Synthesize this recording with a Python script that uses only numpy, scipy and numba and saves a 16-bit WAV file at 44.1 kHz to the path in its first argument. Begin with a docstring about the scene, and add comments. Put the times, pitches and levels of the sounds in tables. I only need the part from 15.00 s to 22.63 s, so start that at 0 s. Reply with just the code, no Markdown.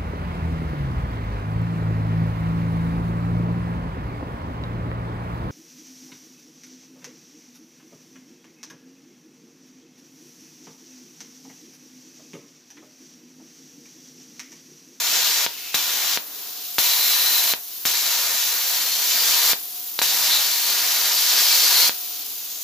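"""Plasma torch over a steel bench

A plasma torch burns five times in the air and misfires once, an arm's length from a phone.
Compressed air hisses from the nozzle throughout; the arc strikes with a bang, roars, howls and sizzles
over the hiss, and dies with a sucking pop. Vice and plate ring along with it. Bench, vice and tool wall
throw close echoes, and the power source's fan hums underneath."""
import sys
import numpy as np
from scipy import signal
from scipy.fft import rfft, irfft, next_fast_len
from scipy.io import wavfile
from scipy.ndimage import uniform_filter1d, map_coordinates
from numba import njit

SR = 44100
rng = np.random.default_rng(int(sys.argv[2]) if len(sys.argv) > 2 else 0)


def unload_audio(sound):
    """Save the sound as a 16-bit wav file, at the path given as the first command line argument."""
    columns = np.transpose(np.atleast_2d(sound))
    # keep every value between -1 and 1, then stretch to whole-number steps
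    steps = np.round(np.clip(columns, -1, 1) * 32767)
    wavfile.write(sys.argv[1], SR, steps.astype(np.int16))


N = 336483
TIME = np.arange(N) / SR
LEAD = 40  # samples a transient starts ahead of its cue
TRANSIENT_MS = np.arange(-LEAD, 1200) * 1000 / SR
TOP_SPLIT_HZ = 10200  # where the bright half of hiss and sizzle begins


def undb(db):
    """Decibels to gain."""
    return 10 ** (np.asarray(db) / 20)


def unit(x):
    """Each channel scaled to rms 1."""
    return x / np.sqrt(np.mean(x ** 2, axis=-1, keepdims=True))


def noise(colour, lo_hz, hi_hz, wide):
    """Stereo noise of rms 1, band edges faded over half an octave; wide is side over mid."""
    size = next_fast_len(N)
    octave = np.log2(np.arange(1, size // 2 + 2) * SR / size)
    hz, db = np.transpose(colour)
    low_cut = np.clip(2 * (octave - np.log2(lo_hz)) + .5, 0, 1)
    high_cut = np.clip(2 * (np.log2(hi_hz) - octave) + .5, 0, 1)
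    gain = undb(np.interp(octave, np.log2(hz), db)) * np.sqrt(low_cut * high_cut)
    mid, side = irfft(rfft(rng.standard_normal((2, size))) * gain, size)[:, :N]
    return unit(np.array([mid + wide * side, mid - wide * side]))


@njit
def swept_band(x, hz, width_hz):
    """State-variable band-pass with moving centre and width, gain 1 at the centre."""
    y, band_state, low_state = np.empty(len(x)), 0., 0.
    for i in range(len(x)):
        g, damping = np.tan(np.pi * hz[i] / SR), width_hz[i] / hz[i]
        band = (band_state + g * (x[i] - low_state)) / (1 + g * (g + damping))
        band_state, low_state = 2 * band - band_state, low_state + 2 * g * band
        y[i] = damping * band
    return y


def steady_band(x, hz, width_hz):
    """The band-pass held at one pitch."""
    return swept_band(x, np.full(N, float(hz)), np.full(N, float(width_hz)))


def brighten(x, db, split_hz):
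    """High shelf whose gain rides a dB curve."""
    upper = signal.sosfiltfilt(signal.butter(4, split_hz, "high", fs=SR, output="sos"), x)
    return x + (undb(db) - 1) * upper


def drift(rate_hz):
    """Smooth random modulator with a spread near 1."""
    hold = int(SR / rate_hz)
    steps = np.repeat(rng.standard_normal(N // hold + 1), hold)
    return 1.07 * uniform_filter1d(uniform_filter1d(steps, hold), hold)[:N]


def pulse(at_ms, width_ms):
    """A bell-shaped pressure pulse."""
    return np.exp(-.5 * ((TRANSIENT_MS - at_ms) / width_ms) ** 2)


def burn_times():
    """Starts and ends [s]: the first burn is already alight, the rest catch from their last strike."""
    catches = [-1] + [s + CATCH_S for s, *_ in STRIKE_CUES]
    ends = [s for s, *_ in BURN_CUES]
    starts = [max(s for s in catches if s < end) for end in ends]
    return np.array(starts), np.array(ends)


def pause_glides():
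    """Seven automation curves that glide through each pause, then on to the next pause's start values."""
    starts, ends = burn_times()
    edges_s = np.column_stack([ends, np.append(starts[1:], N / SR)]).ravel()
    pairs = np.reshape(PAUSE_MIX, (len(PAUSE_MIX), -1, 2))
    return [np.interp(TIME, edges_s, pairs[:, k].ravel()) for k in range(pairs.shape[1])]


# Colour of fan wash and room tone: (frequency [Hz], relative level [dB])
FAN_COLOUR = [(30, -22), (70, -17), (130, -26), (205, -9.5), (250, -15), (298, -5.5), (372, -16), (423, -5),
              (500, -12.5), (710, -10), (950, -8.5), (1500, -9.5), (2500, -13.5)]
# Fader ride of the blade tone: (time [s], level [dB])
BLADE_RIDE = [(.5, -66), (.74, -66), (1.25, -66), (1.35, -65), (1.55, -57), (1.78, -60), (2.6, -63),
              (2.85, -71), (4.62, -61), (4.8, -56.5), (4.97, -63), (6.97, -57), (7.2, -59), (7.28, -63),
              (7.46, -65), (7.63, -64)]
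def fan(blade_hz=719.8):
    """The power source's fan lays a bed of air wash under a wavering blade tone."""
    wash_db = pause_glides()[-1] + 1.9 * drift(3)
    wash = undb(wash_db) * noise(FAN_COLOUR, 20, 2900, wide=0.6)
    phase = 2 * np.pi * np.cumsum(blade_hz * (1 + 0.001 * drift(6.3))) / SR
    blade_db = np.interp(TIME, *np.transpose(BLADE_RIDE)) + 1.8 * drift(25) + 2 * drift(6)
    return wash + np.sqrt(2) * undb(blade_db) * np.sin(phase)


# Slaps off bench, vice and tool wall: (delay [ms], left level [dB], right level [dB])
EARLY_ECHOES = [(.36, -36, -20), (1.1, -33, -38), (2.25, -25, -31), (4.22, -24.5, -14), (5.55, -19, -25.5),
                (6.5, -46, -27), (7.4, -24, -46), (10.5, -51, -30), (12.1, -35, -19)]
def workshop(x, tail_db=-10, t60_s=0.22, tail_top_hz=10700, left_lean_db=1.4):
    """Direct sound, close echoes and a short dull tail that shifts as the hand moves the torch."""
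    ms = np.arange(int(SR / 4)) * 1000 / SR
    taps, wait, right_lag = 600, 8, 0.5  # samples; the wait leaves room for the half-sample lag
    delays = np.array([[wait], [wait + right_lag]])
    near = irfft(np.exp(-2j * np.pi * np.arange(taps // 2 + 1) / taps * delays), taps)
    for delay_ms, *db in EARLY_ECHOES:
        samples_away = abs(np.arange(taps) - wait - delay_ms * SR / 1000)
        near += undb(db)[:, None] * np.maximum(1 - samples_away / 1.5, 0)
    damping = signal.butter(1, tail_top_hz, fs=SR, output="sos")
    tails = signal.sosfilt(damping, rng.standard_normal((2, 2, len(ms))))
    envelope = undb(-60 * ms / 1000 / t60_s) * np.clip(ms / 8, 0, 1)
    tails = unit(tails * envelope) / np.sqrt(len(ms))
    turn = .8 * drift(2)
    blend = np.cos(turn), np.sin(turn)  # equal-power crossfade between two torch positions
    far = sum(signal.oaconvolve(gain * x, tail, axes=1)[:, :N] for gain, tail in zip(blend, tails))
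    room = signal.oaconvolve(x, near, axes=1)[:, :N] + undb(tail_db) * far
    return room * undb([[left_lean_db / 2], [-left_lean_db / 2]])


# Colours of the jet's top hiss and lower hiss: (frequency [Hz], relative level [dB])
TOP_HISS_COLOUR = [(7000, -6.5), (8300, -15), (10200, -5), (12300, 1.5), (13600, 0), (14600, 4.5),
                   (16500, -1)]
LOWER_HISS_COLOUR = [(880, -20), (1500, -24), (1870, -18), (2400, -11), (2970, -6.5), (4050, -1),
                     (6890, -4), (8600, -11.5), (10000, -19), (13000, -33), (22000, -120)]
# Mix for the pause after each burn, every entry a start and an end column: (jet level [dB],
# top shelf [dB], lower hiss [dB], swish centre [Hz], swish width [Hz], swish [dB], fan wash [dB])
PAUSE_MIX = [(-36.5, -33.5, 0, 0, -2.5, -3, 2960, 2500, 1700, 370, -12.5, -5, -50, -49.5),
             (-35, -32, 0, 2.5, -7.5, -8, 4700, 5100, 650, 660, -32, -29, -50.5, -52.5),
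             (-34, -33, -0.5, 3, -9.5, -8.5, 6000, 5500, 860, 810, -17, -16, -56, -51),
             (-30.5, -31.5, 1, 2, -8.5, -8, 4300, 4900, 550, 580, -32, -22, -51, -52.5),
             (-30.5, -31.5, 2, 1.5, -7.5, -7, 6800, 6600, 580, 870, -34, -6, -51, -51)]
def air_jet(glance_ms=.42, sway_ms=.035, glance_db=-16):
    """Cold compressed air: two bands of hiss and a swish that moves as the nozzle passes the plate."""
    level_db, shelf_db, lower_db, swish_hz, width_hz, swish_db = pause_glides()[:-1]
    top = undb(0.53 * drift(36)) * noise(TOP_HISS_COLOUR, 5900, SR, wide=0.5)
    top = brighten(top, shelf_db, TOP_SPLIT_HZ)
    lower = undb(lower_db + 2.2 * drift(9)) * noise(LOWER_HISS_COLOUR, 1000, 8100, wide=0.53)
    swish = undb(swish_db) * unit(swept_band(rng.standard_normal(N), swish_hz, width_hz))
    # the top hiss also glances off the plate, over a path that sways with the hand
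    earlier = np.arange(N) - (glance_ms + sway_ms * drift(5)) * SR / 1000
    glance = undb(glance_db) * np.array([map_coordinates(ear, [earlier]) for ear in top])
    return undb(level_db + 1.1 * drift(240)) * (top + glance + lower + swish)


# Resonances of vice and plate: (pitch [Hz], width [Hz], gain [dB])
STEEL_MODES = [(946, 36, -1.5), (1430, 77, -16), (1600, 26, -3), (1827, 35, -5), (2110, 15, -16),
               (2350, 35, -7), (3060, 50, -10), (3330, 30, -7), (3570, 92, -8), (3740, 50, -8.5),
               (3955, 67, -2.5), (4240, 22, 0.5), (4434, 36, -12), (4680, 36, -9), (4970, 24, -22),
               (5340, 44, -13), (5510, 37, -3.5), (5855, 41, -4), (6132, 36, -1.5), (7130, 26, -4)]
def steel_ring(fire, waver_db=3.5, waver_hz=3.03):
    """Steel rings along with the arc; each mode swells and sinks as the flame moves over the plate."""
    drive = fire.mean(axis=0)
    return sum(undb(db + waver_db * drift(waver_hz)) * steady_band(drive, hz, width_hz)
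               for hz, width_hz, db in STEEL_MODES)


def dying_pops(level_db=-3.5):
    """Each dying arc sucks air in once, with a small rebound."""
    out = np.zeros(N)
    pop = -pulse(0, 0.042) + 0.45 * pulse(0.13, 0.025) + 0.055 * pulse(0.59, 0.47)
    for s, *_ in BURN_CUES:
        out[int(s * SR) - LEAD:][:len(pop)] += undb(level_db) * pop
    return out


# Ignition hits, the fourth a misfire: (time [s], bang [dB], bang width [ms], crack [dB], thump [dB],
# nozzle ring [dB], ring pitch [Hz], ring delay [ms], ring attack [ms])
STRIKE_CUES = [(0.7435, -7.5, 0.052, -15, -29.5, -10.5, 3800, 1.5, 0.52),
               (1.7836, -6.5, 0.059, -9, -26.5, -15, 4230, 3, 0.97),
               (2.8533, -10, 0.038, -13, -29.5, -16, 5220, 22, 1.1),
               (4.9902, -10, 0.073, -24, -37, -6, 4280, 0.029, 0.23),
               (5.0169, -5.5, 0.062, -18, -33, -30, 4160, 5, .55)]
def strikes(rebound=0.5, crack_ms=.022, thump_ms=0.58):
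    """A strike shoves air out behind a sharp front and springs back; a puff and a nozzle ring follow."""
    out = np.zeros(N)
    for s, bang_db, width_ms, crack_db, thump_db, ring_db, ring_hz, delay_ms, attack_ms in STRIKE_CUES:
        bang = undb(bang_db) * (pulse(0, width_ms) - rebound * pulse(3.6 * width_ms, 2.6 * width_ms))
        crack = undb(crack_db) * (pulse(0, crack_ms) - pulse(0.17, crack_ms))
        thump = undb(thump_db) * pulse(1.87, thump_ms)
        age_ms = np.maximum(TRANSIENT_MS - delay_ms, 0)
        swell = age_ms / attack_ms * np.exp(1 - age_ms / attack_ms)
        ring = undb(ring_db) * swell * np.sin(2 * np.pi * ring_hz * age_ms / 1000)
        out[int(s * SR) - LEAD:][:len(bang)] += bang + crack + thump + ring
    return out


# Colour of the arc's top end: (frequency [Hz], relative level [dB])
SIZZLE_COLOUR = [(7000, 1), (8600, -10.5), (10200, -6), (11400, -3), (12500, 2), (13500, -1), (14500, 1.5),
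                 (15100, 0), (15450, -4)]
def arc_sizzle(level_db, shelf_db, notch_depth, notch_hz=13700, notch_width_hz=1300):
    """The plasma's frying top end, with a notch scooped out of it."""
    sizzle = undb(level_db + 0.5 * drift(25)) * noise(SIZZLE_COLOUR, 8600, SR, wide=0.51)
    sizzle = brighten(sizzle, shelf_db, TOP_SPLIT_HZ)
    scoop = np.array([steady_band(ear, notch_hz, notch_width_hz) for ear in sizzle])
    return sizzle - notch_depth * scoop


# Swells of the howl: (peak time [s], half length [s], boost [dB], pitch [Hz], width [Hz])
HOWL_FLARES = [(.27, 0.053, 16, 4200, 1300), (2.2, 0.27, 5.5, 4050, 260), (3.85, .2, 7, 4300, 260),
               (4.197, 0.061, 3, 4700, 900), (5.343, 0.074, 7.5, 4020, 610), (5.62, 0.1, 5.5, 4300, 300),
               (6.78, 0.074, 1.5, 4250, 700)]
def arc_howl(level_db, hz, width_hz):
    """A wandering band of turbulence; each flare lifts it and pulls it to one pitch."""
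    hz = hz * (1 + 0.005 * drift(6))
    for s, half_s, boost_db, flare_hz, flare_width_hz in HOWL_FLARES:
        flare = np.exp(-((TIME - s) / half_s) ** 2)
        level_db = level_db + flare * boost_db
        hz = hz + flare * (flare_hz - hz)
        width_hz = width_hz + flare * (flare_width_hz - width_hz)
    hz = hz * (1 + 0.006 * drift(40))
    band = swept_band(rng.standard_normal(N), hz, width_hz)
    howl = unit(swept_band(band, hz, 2.5 * width_hz))
    return undb(level_db + 1.6 * drift(60)) * howl


CATCH_S, FLASH_DB, FLASH_S = 0.0035, 6.5, 0.011  # after a strike the arc catches, overshoots and settles
SPARK_DB, FIZZLE_S = -2.5, 0.012  # every strike's spark fizzles out, even on the misfire
STEADY_DB, HOWL_DB_PER_DB = -23.5, 0.93  # the howl follows the ride more steeply than the rest
# Colour of roar and body: (frequency [Hz], relative level [dB])
ARC_COLOUR = [(18, -78), (30, -46), (503, -17), (627, -14.5), (691, -12.5), (821, -11.5), (951, -12.5),
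              (1020, -10.5), (1510, -10), (3320, -5), (4140, -3.5), (7270, -3.5), (8420, -12.5),
              (10500, -5), (13600, -41), (22000, -120)]
# Fader ride of the arc as the hand turns the torch: (time [s], level [dB])
ARC_RIDE = [(0, -26), (.12, -23), (.45, -24), (.78, -26), (1.16, -25), (1.82, -23.5), (2.2, -23),
            (2.52, -23.5), (2.88, -26.5), (2.93, -26.5), (3.15, -27), (3.95, -27.5), (4.2, -24),
            (4.52, -22), (5.05, -25.5), (5.38, -24), (5.5, -26.5), (6.0, -25.5), (6.19, -25), (6.3, -23),
            (6.6, -22), (6.8, -21.5), (6.88, -22)]
# Voicing of each burn, levels relative to the ride: (end time [s], roar [dB], body shelf [dB],
# sizzle [dB], sizzle shelf [dB], notch depth [0-1], howl pitch [Hz], howl width [Hz], howl [dB])
BURN_CUES = [(0.4638, -10.5, 0, 0, -0.5, .1, 4250, 900, -24),
             (1.1737, -9.5, -.6, -1, 1.5, .15, 3670, 800, -11.5),
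             (2.537, -11, -1.7, 3, 0.5, 0.1, 4120, 280, -6.5),
             (4.5327, -10, 1.5, 2.5, 1.5, 0.8, 4430, 800, -5.5),
             (6.8944, -9.5, 0.7, 4.5, -1.5, 0.4, 4640, 1500, -4.5)]
def arc(body_split_hz=6100, attack_s=0.0018, dim_s=.011):
    """Turbulent plasma: low roar, body, howl and sizzle, all fluttering with the arc root."""
    starts, ends = burn_times()
    burn = np.clip(np.searchsorted(starts, TIME + .01) - 1, 0, None)  # switch voicing 10 ms early
    age_s, remaining_s = TIME - starts[burn], ends[burn] - TIME
    voicing = np.transpose(BURN_CUES)[1:, burn]
    roar_db, body_shelf_db, sizzle_db, sizzle_shelf_db, notch, howl_hz, width_hz, howl_db = voicing
    ride_db = np.interp(TIME, *np.transpose(ARC_RIDE))
    flash_db = FLASH_DB * np.exp(-abs(age_s) / FLASH_S)
    gate = np.clip(age_s / attack_s + 0.32, 0, 1) * np.clip(remaining_s / dim_s, 0, 1)
    sparks = sum((TIME > s) * np.exp(-abs(TIME - s) / FIZZLE_S) for s, *_ in STRIKE_CUES)
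    envelope = np.maximum(gate, undb(SPARK_DB) * sparks) * undb(ride_db + flash_db)
    roar = undb(roar_db + 1.23 * drift(15)) * noise(ARC_COLOUR, 20, 2290, wide=0.078)
    body = undb(0.9 * drift(24.97)) * noise(ARC_COLOUR, 2295, 8060, wide=0.48)
    body = brighten(body, body_shelf_db, body_split_hz)
    howl = arc_howl(howl_db + HOWL_DB_PER_DB * (ride_db - STEADY_DB), howl_hz, width_hz)
    sizzle = arc_sizzle(sizzle_db, sizzle_shelf_db, notch)
    flutter = undb(.3 * drift(12) + 0.87 * drift(350))
    return envelope * flutter * (roar + body + howl + sizzle)


def scene():
    """Torch and ringing steel play through the workshop, over the fan bed."""
    fire = arc() + strikes() + dying_pops()
    return workshop(fire + steel_ring(fire) + air_jet()) + fan()


LOW_CUT_HZ, HIGH_CUT_HZ = 65, 15480
BASS_HZ, BASS_LEAN_DB = 300, 4
def record(dry):
    """The phone drops the deepest bass and cuts the top; its left port takes more bass than its right."""
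    thin = signal.sosfilt(signal.butter(2, LOW_CUT_HZ, "high", fs=SR, output="sos"), dry)
    bass = signal.sosfilt(signal.butter(1, BASS_HZ, fs=SR, output="sos"), thin)
    leaning = thin + (undb([[BASS_LEAN_DB / 2], [-BASS_LEAN_DB / 2]]) - 1) * bass
    return signal.sosfilt(signal.ellip(12, .2, 60, HIGH_CUT_HZ, fs=SR, output="sos"), leaning)


dry = scene()
out = record(dry)
unload_audio(out)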